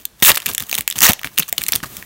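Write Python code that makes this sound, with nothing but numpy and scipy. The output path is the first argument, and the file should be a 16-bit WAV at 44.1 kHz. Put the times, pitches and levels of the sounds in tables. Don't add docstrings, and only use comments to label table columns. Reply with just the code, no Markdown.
import sys
import numpy as np
from scipy import signal
from scipy.fft import rfft, irfft
from scipy.io import wavfile
from scipy.ndimage import uniform_filter1d

SR = 44100
rng = np.random.default_rng(int(sys.argv[2]) if len(sys.argv) > 2 else 0)


def nominal_scale(level):
    x = np.asarray(level, float) / 20
    return 10 ** x


def digitize_waveform(pressure):
    field = np.atleast_2d(pressure).T
    bounded = np.clip(field, -1, 1)
    quanta = np.round(bounded * 32767).astype(np.int16)
    wavfile.write(sys.argv[1], SR, quanta)


N = 90404


def curve(table, at, col=1):
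    return np.interp(at, [row[0] for row in table], [row[col] for row in table])


def colour(table, hz):
    log_hz = np.log([row[0] for row in table])
    return nominal_scale(np.interp(np.log(hz + 1), log_hz, [row[1] for row in table]))


def hiss(table):
    spectrum = rfft(rng.standard_normal(N)) * colour(table, np.fft.rfftfreq(N, 1 / SR))
    noise = irfft(spectrum, N)
    return noise / noise.std()


# pitch_hz, level_db
ROOM_TONE = [(60, 16.5), (215, 8.5), (600, 2), (4000, -3), (16000, -8)]


def room_tone():
    return nominal_scale(-51) * hiss(ROOM_TONE)


# pitch_hz, level_db
FOIL = [(150, 4.5), (800, 0), (1600, -4.5), (3500, -4.5), (5000, -8), (6400, -3.5), (10500, -4),
        (15000, 1.5)]
GRAIN = 1024
RISE_S, FADE_S = 0.0003, 0.00089


def snaps(at, db, hz, body_db):
    t = np.arange(GRAIN) / SR
    f = np.fft.rfftfreq(GRAIN, 1 / SR) + 1
    chance = rng.standard_normal((len(at), GRAIN + 20))

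    fade_s = FADE_S * np.exp(0.25 * chance[:, -1:])
    front = (1 - np.exp(-(t / RISE_S) ** 2)) * np.exp(-t / fade_s)
    burst = rfft(chance[:, :GRAIN] * front)

    pitch = hz[:, None]
    patch_q, patch_db, kick = 5.5, 4.5, 2.67
    patch = nominal_scale(patch_db) / (1 + 1j * patch_q * (f / pitch - pitch / f))
    click = kick * patch * np.exp(-2j * np.pi * f * RISE_S)

    body = nominal_scale(body_db[:, None] / (1 + (f / 5500) ** 4))
    body = body / np.sqrt(1 + (0.48 * np.minimum(pitch, 4000) / f) ** 6)
    lump_hz = np.linspace(0, SR / 2, 18)
    lumps = nominal_scale(2 * np.array([np.interp(f, lump_hz, row) for row in chance[:, GRAIN:GRAIN + 18]]))

    cepstrum = irfft(np.log(body * lumps * colour(FOIL, f)))
    fold = np.r_[1, np.full(GRAIN // 2 - 1, 2), np.zeros(GRAIN // 2)]
    foil = np.exp(rfft(cepstrum * fold))

    rows = irfft((burst * (1 + patch) + click) * foil, GRAIN)
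    loudest = uniform_filter1d(rows[:, :200] ** 2, size=44).max(axis=1)
    rows *= (nominal_scale(db) / np.sqrt(loudest * 2))[:, None]
    out = np.zeros(N + GRAIN)
    np.add.at(out, (at * SR).astype(int)[:, None] + np.arange(GRAIN), rows)
    return out[:N]


def swarm(t0, t1, per_s, spread_db):
    chance = rng.random((int((t1 - t0) * per_s), 3))
    at = t0 + (t1 - t0) * chance[:, 0]
    db = -spread_db * (np.log(1 - chance[:, 1]) + 1)
    hz = 800 * 7.46 ** chance[:, 2]
    return at, db, hz


# start_s, level_db
RUSTLE = [(0, -38.5), (.13, -77), (.21, -37), (.33, -64), (.44, -37), (.49, -32), (.6, -46.5), (.76, -28.5),
          (.86, -69), (.98, -26), (1.13, -55), (1.2, -53), (1.36, -39), (1.41, -40), (1.5, -45.5),
          (1.7, -30.5), (1.79, -65), (1.9, -69)]


def rustle():
    t = np.arange(N) / SR
    at, db, hz = swarm(0, N / SR, per_s=650, spread_db=4)
    crackle = snaps(at, np.minimum(db, 7) + curve(RUSTLE, at), hz, 0 * at - 1.5)

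    stroke_at_s, stroke_width_s, stroke_db = 1.955, 0.091, -35
    stroke = nominal_scale(stroke_db) * np.exp(-((t - stroke_at_s) / stroke_width_s) ** 2)
    slide = nominal_scale(curve(RUSTLE, t) - 7) + stroke
    skin = hiss(FOIL) + nominal_scale(-7) * hiss(AIR)
    return crackle + slide * skin


# start_s, level_db, pitch_hz, body_over_treble_db
CREASES = [(0.0533, -7, 3790.0, -3.5), (0.2242, -4, 3880, 9), (0.2275, 0.5, 3500, 18.5),
           (0.2326, 4.5, 8600, -2), (0.241, -17, 6630.0, -7), (0.2488, 5, 8800, 6),
           (0.2605, -15, 9600, -23), (0.2614, 1, 3640, 9), (0.2654, 1, 3620.0, -3),
           (0.275, -8, 5500, -3), (0.283, -4, 1420.0, 7), (0.2928, 11, 2800, 6), (0.3004, -16, 3500, 16),
           (0.308, -12, 3010.0, 1), (0.31, -9, 2760.0, 0), (0.3125, -23, 3190.0, -2),
           (0.3164, -4.5, 3480, 1), (0.3173, -2.5, 3560, 11), (0.324, -21, 1980.0, -3),
           (0.3432, -15, 2890.0, -9), (0.3465, -12, 1780, 4), (0.3545, -7.5, 3620.0, -2),
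           (0.3592, -6.5, 5400, 3), (0.3722, -4.5, 1440, 6.5), (0.375, -7, 3600, 2),
           (0.3782, -9, 9090.0, -2), (0.402, -18.5, 6460.0, 8), (0.42, -23, 3320.0, 11),
           (0.427, -25.5, 2020, 13), (0.4605, -5.5, 4300, 0), (0.4651, -4, 2560, 0),
           (0.4757, -27, 3490.0, 14), (0.4815, -15.5, 2560, 9), (0.4894, -18, 3360.0, -9),
           (0.492, -27, 1770.0, -11), (0.5, -13, 4220.0, -9), (0.5143, -19.5, 5560, 12),
           (0.5296, -22, 2540.0, -5), (0.5353, -14, 9100, -10), (0.5485, -6.5, 6960, 6),
           (0.5803, -4, 3400, 0.5), (0.5989, -14, 6330.0, 0), (0.6038, -11, 3540, 4),
           (0.6237, -12, 3230, -0.5),
           (0.6364, -18.5, 3240, -5), (0.6673, -27, 6460.0, -7), (0.6949, -14, 2920, 1),
              (0.699, -19, 8400, -4), (0.7138, -8.5, 4280, 4), (0.7279, -7, 2520, 6),
              (0.7354, -16, 6550.0, -7), (0.7427, -10, 3830.0, 13), (0.7474, -17.5, 2700, -4),
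              (0.749, -11, 9100, -5), (0.7518, -4.5, 9600, 8), (0.7657, -20, 2280.0, -5),
              (0.7799, -8.5, 2350, 2.5), (0.7844, -9.5, 8100, 7), (0.7853, -7.5, 4020, -3),
              (0.7925, -14, 2280.0, -6), (0.8086, -8.5, 8700, 9.5), (0.8213, -26, 3490.0, 2),
              (0.8775, 1, 7530, 6), (0.8872, -21, 8500, -16), (0.9014, -6.5, 2900, -2),
              (0.9111, -11.5, 5400, 5), (0.9251, -14, 8400, 11.5), (0.9576, -21, 3010.0, 8),
              (0.9619, -14.5, 3500, 1), (0.9827, -11, 5380.0, 3), (0.988, -4, 7700, 3),
              (0.9978, -24, 7060.0, -9), (1.0062, 0, 5240, 0), (1.0074, -15, 9470.0, -5),
              (1.013, -9, 1920, -6), (1.0178, 1, 2870, -6), (1.0194, -5, 1260, 4), (1.0204, 4, 6330, 4),
              (1.028, -1, 6600, 8), (1.0335, -6, 6200.0, -18), (1.0447, 6, 6200, -1), (1.054, 4, 3600, 4),
              (1.0627, -1, 1950, -3), (1.0676, 10, 5500, 11), (1.0793, -3, 2760.0, -7),
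              (1.0864, 0, 2820, -7), (1.0903, 5, 6240, 4), (1.0943, -0.5, 1560, 7),
           (1.106, -6, 3700, 8), (1.1078, -7, 870, 3), (1.1193, -7.5, 6360, 5), (1.1332, -3.5, 5850, 6),
              (1.1931, -20, 3270, 5.5), (1.2146, -24, 1310, 3), (1.2328, -16, 2610, 9.5),
              (1.2454, -10, 2300, 10.5), (1.2639, -22, 2490, 4), (1.2723, -16, 2240.0, 6),
              (1.3743, -21, 2650, 10), (1.3785, -0.5, 2530, 2.5), (1.3851, 4, 2380, -2),
              (1.3951, 2, 2410, -8), (1.3985, 0.5, 2450, -8), (1.4021, -12, 2570, 15),
              (1.4239, -14.5, 3170, 29), (1.4272, -18, 9450, 8), (1.4309, -16, 4050.0, 17),
              (1.5269, -1, 2120, -3), (1.5673, -32, 5600.0, -25), (1.58, -8.5, 3480, 12),
              (1.5814, -4.5, 4200, 8.5), (1.612, -18, 3400.0, 11), (1.6173, -10, 2230, 7),
              (1.6299, -18, 8500, -6), (1.6375, -6.5, 4070, 5.5), (1.6646, -13, 8570.0, 9.5),
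              (1.683, -10, 3140.0, -7), (1.6841, -4.5, 8180.0, -2), (1.6878, -4.5, 2270, 1),
              (1.7217, 0.5, 4760, -2), (1.7256, -11, 3490.0, -4), (1.7313, -10.5, 3480, 22),
              (1.7354, -2, 5900, 5), (1.7541, -5, 4230, 3), (1.7591, 2.5, 3230, -2.5),
              (1.7647, -20, 3040, -6), (1.8308, -22, 1590.0, 16), (1.8357, -15, 1500, 11),
              (1.8378, -26, 1030.0, -1), (1.843, -17, 1200, 9), (1.8571, -28, 735, 7),
              (1.9685, -14, 3200, -0.5),
           (0.2015, -27.5, 3560, 1),
    (0.4592, -23, 2600, 14),
    (1.607, -32, 4270, 9),
    (1.8025, -27.5, 3200, 21),
    (2.0254, -22.5, 2010, 7),
]


def creases():
    every = np.array(CREASES, float)
    at, db, hz, body_db = every.T
    return snaps(at - RISE_S, db + 1.36, hz, body_db)


# start_s, level_db, decay_s
PUFFS = [(0.223, -5, 0.004), (0.261, -30.5, 0.026), (0.297, -26.5, 0.021), (.46, -30.5, 0.021),
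         (0.491, -30, 0.019), (0.602, -32, 0.02), (0.783, -33.5, 0.019), (0.955, -32.5, 0.026),
         (1.011, -29, 0.035), (1.089, -11, 0.0093), (1.244, -29.5, 0.016), (1.389, -25, 0.015),
         (1.579, -35.5, 0.028), (1.689, -18.5, 0.0029), (1.739, -29, 0.025), (1.828, -24, 0.0083),
         (1.856, -31.5, 0.0095), (1.962, -43, 0.024)]
# pitch_hz, level_db
AIR = [(30, -6), (60, -0.5), (200, 1.5), (700, -13.5)]


def puffs():
    rise_s, swing_hz, sag_s = 0.0054, 262.3, 0.01033
    air = hiss(AIR)
    out = 0
    for at, db, decay_s in PUFFS:
        t = np.maximum(np.arange(N) / SR - at, 0)
        push = nominal_scale(db) * (1 - np.exp(-t / rise_s)) * np.exp(-t / decay_s)
        swing = np.sin(2 * np.pi * swing_hz * sag_s * np.log(1 + t / sag_s))
        out = out + push * (swing + 2.62 * air)
    return out


# start_s, effort_db, body_over_treble_db
TEARS = [
    [(.2235, -13.5, 1.5), (.245, -13, -6), (.252, -10, -7), (.295, -7.5, 0), (.304, -12, 8), (.322, -36, 0)],
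    [(1.028, -6, -2.5), (1.045, -10.5, -0.5), (1.072, -17.5, 3.5), (1.078, -23, 12.5), (1.097, -17, 10),
     (1.114, -33, 13)],
    [(.778, -22.5, 4), (.793, -41.5, 9.5)],
    [(1.479, -36, -0.5), (1.495, -24, -12)],
    [(.486, -21, 0), (.503, -38, 10)],
]


def tears():
    out = 0
    for tear in TEARS:
        start_s, end_s = tear[0][0], tear[-1][0]
        span_s = 0.12 if len(tear) > 2 else 0.03
        at, db, hz = swarm(start_s, start_s + span_s, per_s=2000, spread_db=2.5)
        body_db = curve(tear, at, col=2)
        effort_db = curve(tear, at) + 4 - 99 * (at > end_s)
        out = out + snaps(at, db + effort_db, hz * nominal_scale(1 - 0.5 * body_db), body_db)
    return out


# start_s, level_db
KNOCKS = [
    (.2245, -15),
    (.728, -18.5),
    (1.0995, -7.5),
    (1.528, -15.5),
    (1.7225, -19),
]


def knocks():
    ring_hz, decay_s = 728, 0.0022
    start_s, level_db = np.array(KNOCKS)[:, :1], np.array(KNOCKS)[:, 1:]
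    t = np.maximum(np.arange(N) / SR - start_s, 0)
    rings = nominal_scale(level_db) * np.exp(-t / decay_s) * np.sin(2 * np.pi * ring_hz * t)
    return rings.sum(axis=0)


def echo(x, decay_s, db):
    t = np.arange(SR // 3) / SR
    dull = signal.lfilter(*signal.butter(1, 6000, fs=SR), rng.standard_normal(len(t)))
    tail = dull * np.exp(-t / decay_s)
    return nominal_scale(db) * signal.fftconvolve(x, tail / np.sqrt(np.sum(tail ** 2)))[:N]


def scene():
    foil = rustle() + creases() + tears() + knocks()
    near = echo(foil, decay_s=0.012, db=-17)
    room_t60_s = 0.41
    room = echo(foil, decay_s=room_t60_s / np.log(1000), db=-27)
    return (foil + near + room + puffs() + room_tone())[None]


def low_pass(x):
    return signal.sosfilt(signal.butter(12, 16450, fs=SR, output="sos"), x)


def record(dry):
    x = signal.sosfilt(signal.butter(2, 45, "high", fs=SR, output="sos"), dry)
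    x = signal.sosfilt(signal.cheby2(16, 32, 16050, fs=SR, output="sos"), x)
    clipped = np.clip(x, -0.97, 0.97)
    return low_pass(clipped)


dry = scene()
out = record(dry)
digitize_waveform(out)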